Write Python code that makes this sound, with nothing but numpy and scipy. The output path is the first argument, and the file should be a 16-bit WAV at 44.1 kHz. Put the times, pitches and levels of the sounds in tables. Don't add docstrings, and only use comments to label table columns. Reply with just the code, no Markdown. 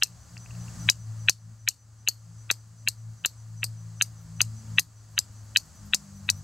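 import sys
import numpy as np
from scipy import signal
from scipy.fft import rfft, irfft, next_fast_len
from scipy.io import wavfile
from scipy.ndimage import uniform_filter1d

SR = 44100
rng = np.random.default_rng(int(sys.argv[2]) if len(sys.argv) > 2 else 0)


def store_wav(level_fs):
    pcm = np.round(np.clip(np.atleast_2d(level_fs), -1, 1) * 32767)
    wavfile.write(sys.argv[1], SR, pcm.T.astype(np.int16))


def magnitude_from_level(level_db):
    exponent = np.asarray(level_db, float) / 20
    return 10 ** exponent


N = 283915
TREBLE_LAG_S = .0102


def band(x, lo_hz, hi_hz):
    return signal.sosfilt(signal.butter(4, [lo_hz, hi_hz], "bandpass", fs=SR, output="sos"), x)


def shape(noise, points):
    hz, db = np.transpose(points)
    size = noise.shape[-1]
    log_hz = np.log(np.fft.rfftfreq(size, 1 / SR) + 1)
    weight = magnitude_from_level(np.interp(log_hz, np.log(hz), db, -90, -90))
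    out = irfft(weight * rfft(noise), size)
    return out / np.std(out)


def ports(pan_db):
    return magnitude_from_level(np.array([[pan_db], [-pan_db]]) / 2)


def walk(rate_hz):
    k = int(SR / rate_hz)
    steps = np.repeat(rng.standard_normal(N // k + 1), k)
    return 1.3 * uniform_filter1d(uniform_filter1d(steps, k), k)[:N]


def curve(rows):
    return np.interp(np.arange(N) / SR, *np.transpose(rows))


def add(mix, s, sound):
    i = int(s * SR)
    part = sound[:, max(-i, 0):N - i]
    mix[:, max(i, 0):max(i, 0) + part.shape[1]] += part


def colour(points, unlike, unlike_top_hz, pan_db):
    mid, side = shape(rng.standard_normal((2, next_fast_len(N))), points)[:, :N]
    side = unlike * band(side, 25, unlike_top_hz)
    return np.array([mid + side, mid - side]) * ports(pan_db)


# pitch_hz [Hz], level_db [dB per Hz]
INSECT_HISS = [(2500, -48.5), (3800, -20), (4200, -13), (4600, -8.5), (5300, -11.5), (5800, -9), (6500, -5),
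               (7100, -7.5), (7800, -5.5), (8400, -13), (9500, -17), (11000, -22.5), (14000, -56)]
# pitch_hz [Hz], level_db [dB per Hz]
HIGH_AIR = [(7000, -36), (9500, -10.5), (11000, 1), (15800, -0.5), (16000, -44.5)]
# pitch_hz [Hz], level_db [dB per Hz]
FAR_TRAFFIC = [(140, -33), (240, -16.5), (280, -4.5), (359, -12), (472, -11.5), (578, -9), (1250, -8.5),
               (2430, -18.5), (3820, -21), (4100, -13), (5330, -45), (9020, -120)]
# pitch_hz [Hz], level_db [dB per Hz]
LOW_RUMBLE = [(20, -34), (40, -13.5), (60, -7), (85, -1.5), (130, -13), (200, -14), (300, -26.5)]


def wood():
    hiss = magnitude_from_level(-61 + .5 * walk(20)) * colour(INSECT_HISS, .45, 6600, 0.)
    air = magnitude_from_level(-76.5 + .6 * walk(15)) * shape(rng.standard_normal(next_fast_len(N)), HIGH_AIR)[:N]
    traffic = magnitude_from_level(-64 + .6 * walk(14)) * colour(FAR_TRAFFIC, 0.31, 4000, 1.6)
    rumble = magnitude_from_level(-55.5 + 1.5 * walk(8)) * colour(LOW_RUMBLE, 0.22, 300, 2.6)
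    return hiss + air + traffic + rumble


# start_s [s], rate_hz [Hz]
SHAFT_RATE = [(0, 58.3), (.35, 57.33), (.57, 58.34), (1.2, 54.82), (2.5, 55.34), (3.3, 55.5), (4.75, 54.75),
              (5.5, 52.93), (5.75, 50.88), (6.2, 49), (6.44, 50.7)]
# start_s [s] (centre), level_db [dB before gain control], half_width_s [s]
SWELLS_TWICE = [(.08, -53.5, 0.21), (.39, -47, 0.062), (.6, -44, .11), (.86, -49, 0.051),
                (1.13, -38.5, 0.21), (1.5, -42.5, 0.17), (1.66, -41, 0.031), (1.92, -50.5, 0.11),
                (2.4, -43, 0.45), (2.87, -42.5, 0.064), (3.07, -37, 0.088), (3.6, -38, 0.23),
                (4.0, -42, 0.28), (4.47, -38.5, 0.12), (4.72, -41.5, 0.08), (4.95, -47.5, .13),
                (5.15, -49.5, 0.074), (5.42, -45, 0.16), (5.83, -47.5, .05), (6.15, -52.5, 0.13),
                (6.36, -43.5, 0.12)]
# start_s [s] (centre), level_db [dB before gain control], half_width_s [s]
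SWELLS_THRICE = [(.12, -57.5, 0.048), (.35, -55, 0.065), (.6, -52.5, 0.08), (.85, -54, 0.11),
                 (1.0, -54, 0.045), (1.24, -52, 0.12), (1.47, -52.5, 0.051), (2.31, -50.5, 0.065),
                 (2.75, -58, 0.094), (3.08, -54.5, .06), (3.24, -52.5, 0.037), (3.55, -52, 0.079),
                 (3.88, -49, .16), (4.33, -47, 0.16), (4.76, -48, 0.072), (5.15, -56.5, 0.077),
                 (5.68, -58.5, 0.048), (5.84, -60, 0.053), (6.18, -55.5, 0.29), (6.42, -51, 0.061)]
# start_s [s] (centre), level_db [dB before gain control], half_width_s [s]
SWELLS_FOURFOLD = [
    (.78, -66.5, .055),
    (1.5, -57, 0.038),
    (2.87, -49, 0.013),
    (4.6, -57, 0.2),
    (5.5, -62.5, .07),
    (5.9, -52, 0.081),
    (6.2, -49.5, 0.17),
]


def engine():
    t = np.arange(N) / SR
    turn = 2 * np.pi * np.cumsum(curve(SHAFT_RATE) * (1 + 0.0048 * walk(25))) / SR
    hum = 0
    for k, swells in enumerate((SWELLS_TWICE, SWELLS_THRICE, SWELLS_FOURFOLD)):
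        level = sum(magnitude_from_level(db) * np.exp(-((t - s) / half_s) ** 2) for s, db, half_s in swells)
        flicker = magnitude_from_level(1.1 * walk(41))
        hum = hum + np.sqrt(2) * level * flicker * np.sin((k + 2) * turn + k)
    return hum * ports(2.2)


def cricket():
    mix, t = np.zeros((2, N)), np.arange(4000) / SR
    swell = np.clip(t / .008, 0, 1) * (np.exp(-(t / .06) ** 4) + .3 * np.exp(-(t / .075) ** 4))
    tone = np.sin(2 * np.pi * 6020 * t)
    first_s, every_s = -.003, .1983
    for k, s in enumerate(np.arange(first_s, N / SR, every_s)):
        flutter = 1 + .35 * np.sin(2 * np.pi * 95 * t + 6 * rng.random())
        weaker_db = k % 2 * -3.5
        level = magnitude_from_level(-58 + weaker_db + 1.7 * rng.standard_normal())
        add(mix, s - TREBLE_LAG_S, level * swell * flutter * tone * ports(.3))
    return mix


def far_cricket():
    turn = 2 * np.pi * np.cumsum(6440 * (1 + .002 * walk(60))) / SR
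    level = magnitude_from_level(-79.5 + 4.5 * walk(5.9) + 3 * walk(44))
    return level * np.sin(turn) * ports(-1.5)


def contact(chips):
    chip_share, chip_s, low_hz = .3, .001, 950
    push = chip_share * chips * np.exp(-np.arange(len(chips)) / SR / chip_s)
    push[0] += 1
    return signal.sosfilt(signal.butter(2, low_hz, "high", fs=SR, output="sos"), push)


def ring(push, modes, peak_db, hold_s, pan_db, scatter_db):
    t = np.arange(len(push)) / SR
    choke = magnitude_from_level(-11 / (1 + np.exp(-np.clip((t - hold_s) / 0.00013, -30, 30))))
    out = 0
    for k, (hz, db, t60) in enumerate(modes):
        pole = np.exp(2j * np.pi * hz / SR - np.log(1000) / (max(t60, .002) * SR))
        mode = (-1) ** k * magnitude_from_level(db) * signal.lfilter([1], [1, -pole], push).imag
        out = out + mode * ports(pan_db + scatter_db * rng.standard_normal())
    return out * choke * magnitude_from_level(peak_db) / np.abs(out.mean(axis=0)).max()


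# pitch_hz [Hz], level_db [dB per Hz]
GRIT_SPECTRUM = [(500, -40), (1200, -24), (2100, -21), (2700, -13), (3400, -17), (4300, 0), (5400, -6),
                 (6200, -4), (8500, -6), (10500, -16), (12000, -16), (13300, -11), (15000, -25),
                 (15800, -45)]


def scrape(db):
    t = np.arange(6000) / SR
    bands = magnitude_from_level(4.5 * np.interp(np.arange(3001), np.arange(0, 3001, 50), rng.standard_normal(61)))
    grit = irfft(bands * rfft(shape(rng.standard_normal((2, len(t))), GRIT_SPECTRUM)))
    patchy = magnitude_from_level(3 * np.interp(t, t[::60], rng.standard_normal(100))) * np.clip(t / .0015, 0, 1)
    fade = (np.exp(-t / .005) + magnitude_from_level(-20.5) * np.exp(-t / 0.026)) * patchy
    echo = magnitude_from_level(-22.5) * band(grit, 1500, 3800) * np.exp(-((t - .038) * 350) ** 2)
    mid, side = magnitude_from_level(db) * (grit * fade + echo)
    return np.array([mid + 0.24 * side, mid - 0.41 * side]) * ports(3.5)


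# start_s [s], main_level_db [dB], main_pitch_hz [Hz], knock_level_db [dB], free_ring_s [s]
BLOWS_LOWER = [(0.0235, -1, 2776, -14.5, 0.0014), (0.8881, -5, 2575, -13, 0.0072),
               (1.285, -3.5, 2580, -13, 0.0043), (1.6763, -11.5, 2640, -22, 0.0048),
               (2.0752, -10.5, 2820, -30, 0.0031), (2.5016, -11, 2600, -17, 0.0041),
               (2.8747, -9.5, 2765, -24.5, 0.0056), (3.2483, -9, 2757, -19.5, 0.0031),
               (3.6307, -4, 2690, -23, 0.00092), (4.0112, -6.5, 2680, -17.5, 0.0021),
               (4.405, -7.5, 2600, -18.5, 0.0029), (4.7835, -2.5, 2680, -12.5, 0.0063),
               (5.1785, -6.5, 2680, -17, 0.0017), (5.5602, -4.5, 2617, -16.5, 0.008),
               (5.9347, -8, 2684, -14.5, 0.0058), (6.2895, -10.5, 2580, -19.5, 0.012)]
# steel_level_db [dB], steel_pitch_hz [Hz], stone_level_db [dB],
# spark_level_db [dB], overdrive_pop_db [dB]
BLOWS_UPPER = [(-9.5, 5930, -10.5, -23, -36.5), (-4, 6000, -16.5, -18.5, -24),
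               (-5, 6200, -18.5, -20.5, -20), (-6.5, 6220, -23.5, -19, -38), (-9, 6600, -18, -22, -30.5),
               (-11, 6200, -15, -24, -22), (-13.5, 6440, -15, -23.5, -32.5),
               (-12.5, 6900, -20.5, -25.5, -25), (-24.5, 5800, -27.5, -22.5, -28.5),
               (-10, 6340, -16, -27, -29.5), (-7.5, 6150, -12, -27, -25), (-12.5, 6260, -19, -19, -29.5),
               (-10.5, 6210, -16, -22.5, -33.5), (-8.5, 6460, -8, -22, -33),
               (-11, 6460, -13.5, -30.5, -26.5), (-10, 6440, -9.5, -33.5, -31.5)]
# pitch_ratio [1], level_db [dB], t60_s [s]
MAIN_MODES = [(0.912, 7, 0.0088), (1, 6.5, 0.021), (1.149, 1, 0.014)]
# pitch_ratio [1], level_db [dB], t60_s [s]
STEEL_MODES = [(0.919, -1.5, 0.0034), (1.001, -0.5, 0.011), (1.091, -4, 0.0053)]
# pitch_hz [Hz], level_db [dB], t60_s [s]
KNOCK_MODES = [(1120, -8, .006), (1532, 8.5, 0.0089), (1951, 2, 0.018)]
# pitch_hz [Hz], level_db [dB], t60_s [s]
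EDGE_MODES = [(3868, -5, 0.054), (3260, -7.5, 0.018)]
# pitch_hz [Hz], level_db [dB], t60_s [s]
STONE_MODES = [(4300, 0, .022), (4750, -2, .011), (5200, -3, .009), (5600, -6, .006)]
# pitch_hz [Hz], level_db [dB], t60_s [s]
CHIP_MODES = [(7816, 2.5, 0.004), (8610, -9, 0.033), (9020, -3.5, 0.0063), (10160, -8, 0.0065),
              (11140, -3.5, 0.0037)]
# pitch_hz [Hz], level_db [dB], t60_s [s]
SPARK_MODES = [(12400, -5.5, 0.0046), (12960, 1, 0.0096), (14500, -7.5, .003), (15500, -5.5, 0.0019)]


def blows():
    mix = np.zeros((2, N))
    for lower, upper in zip(BLOWS_LOWER, BLOWS_UPPER):
        s, main_db, main_hz, knock_db, hold_s = lower
        steel_db, steel_hz, stone_db, spark_db, pop_db = upper
        push = contact(rng.standard_normal(3000))

        main_modes = [(ratio * main_hz, db, t60) for ratio, db, t60 in MAIN_MODES]
        body = ring(push, main_modes, main_db, hold_s, 0.54, 1.0)
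        knock = ring(push, KNOCK_MODES, knock_db, hold_s, 0.4, 0.606)
        edge = ring(push, EDGE_MODES, knock_db + 3, hold_s, 8.0, .6)
        add(mix, s, body + knock + edge)

        upper_hold_s = 0.0029
        grip = 1 + .02 * rng.standard_normal()
        steel_modes = [(ratio * steel_hz, db, t60) for ratio, db, t60 in STEEL_MODES]
        stone_modes = [(hz * grip, db, t60) for hz, db, t60 in STONE_MODES]
        steel = ring(push, steel_modes, steel_db, upper_hold_s, 3.9, 1.7)
        stone = ring(push, stone_modes, stone_db, upper_hold_s, 6.5, 1.8)
        chips = ring(push, CHIP_MODES, -9.5 + 0.4 * stone_db, upper_hold_s, 1.9, 1.4)
        sparks = ring(push, SPARK_MODES, spark_db, upper_hold_s, 1.2, 6.6)
        add(mix, s + .0003, steel + stone + chips + sparks)
        add(mix, s, scrape(-22.5 + 0.11 * (max(steel_db, stone_db) + 8.5)))

        pop = magnitude_from_level(pop_db + 3) * np.hanning(18) * ports(0.7 + 8 * rng.standard_normal())
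        add(mix, s + TREBLE_LAG_S + 0.00096, pop)
    return mix


# start_s [s], lower_level_db [dB], upper_level_db [dB]
LIGHT_TOUCHES = [
    (0.2844, -61, -51),
    (0.3678, -40.5, -33.5),
    (0.46, -46.5, -59),
    (0.5075, -46, -53),
    (0.55, -52, -60),
    (0.598, -60, -67),
    (0.627, -67, -54),
    (0.682, -46.5, -59),
]


def touches():
    mix = np.zeros((2, N))
    for s, low_db, high_db in LIGHT_TOUCHES:
        push = contact(rng.standard_normal(900))
        add(mix, s, ring(push, [(2680, -19.0, 0.023), (1500, -17, 0.0028)], low_db + 5.0, 0.0033, 2.2, .6))
        add(mix, s, ring(push, STONE_MODES[1:], high_db, 0.0012, 2.1, .6))
    return mix


def stump_echo(direct):
    echo = np.pad(direct, ((0, 0), (int(.000945 * SR), 0)))[:, :N]
    dull = signal.sosfilt(signal.butter(1, 7000, fs=SR, output="sos"), echo)
    return np.array([[-.2], [.22]]) * dull


# start_s [s], level_db [dB]
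BUSH_CRICKET_RASPS = [(3.921, -66.5), (4.1176, -67.5), (4.2098, -58), (4.299, -79), (5.1083, -59),
                      (5.3177, -61.5), (5.432, -58), (5.5405, -60.5), (5.6487, -61), (5.75, -60),
                      (5.8502, -55), (6.0684, -83.5), (6.1569, -59), (6.2628, -57), (6.3594, -54)]


def bush_cricket():
    mix, t = np.zeros((2, N)), np.arange(4000) / SR
    swell = np.clip(t / .003, 0, 1) * np.exp(-(t / .036) ** 3)
    for s, db in BUSH_CRICKET_RASPS:
        rasp = band(rng.standard_normal(4000), 10500, 15300) * swell
        add(mix, s - TREBLE_LAG_S, magnitude_from_level(db - 6) * rasp * np.ones((2, 1)))
    return mix


# start_s [s], gain_db [dB]
PHONE_GAIN = [(0, -1), (.29, 1.5), (.66, 8.5), (.88, 11.5), (.92, -0.5), (1.15, 2), (1.28, 3.5),
              (1.33, -7.5), (1.5, -3.5), (1.8, -7), (2.44, -2), (2.69, -3.5), (4.23, 0), (4.77, 4.5),
              (4.83, -3.5), (5.33, 1), (5.7, 2), (6.44, 2)]


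def scene():
    background = wood() + engine() + cricket() + far_cricket() + bush_cricket()
    direct = blows() + touches()
    return direct + stump_echo(direct) + magnitude_from_level(curve(PHONE_GAIN)) * background


def blur(x, reach_s, before_db, after_db):
    size = int(2 * reach_s * SR) + 1
    spread = magnitude_from_level(np.where(np.arange(size) < size / 2, before_db, after_db)) / np.sqrt(size)
    return signal.fftconvolve(x, spread * rng.standard_normal((1, size)), "same")


def band_limit(x):
    return signal.sosfilt(signal.butter(12, 16810, fs=SR, output="sos"), x)


def record(dry):
    split_hz = 4020
    low = signal.fftconvolve(dry, signal.firwin(151, split_hz, fs=SR)[None], "same")
    high = np.roll(dry - low, int(TREBLE_LAG_S * SR), axis=1)
    smear = blur(band(low, 900, 4000), TREBLE_LAG_S, -20.5, -12)
    low = np.tanh(low + smear)
    low = signal.fftconvolve(low, signal.firwin(151, 4300, fs=SR)[None], "same")
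    both = low + high + blur(high, .005, -31, -28)
    both = signal.sosfilt(signal.ellip(8, .2, 70, 16500, fs=SR, output="sos"), both)
    return band_limit(both)


dry = scene()
out = record(dry)
store_wav(out)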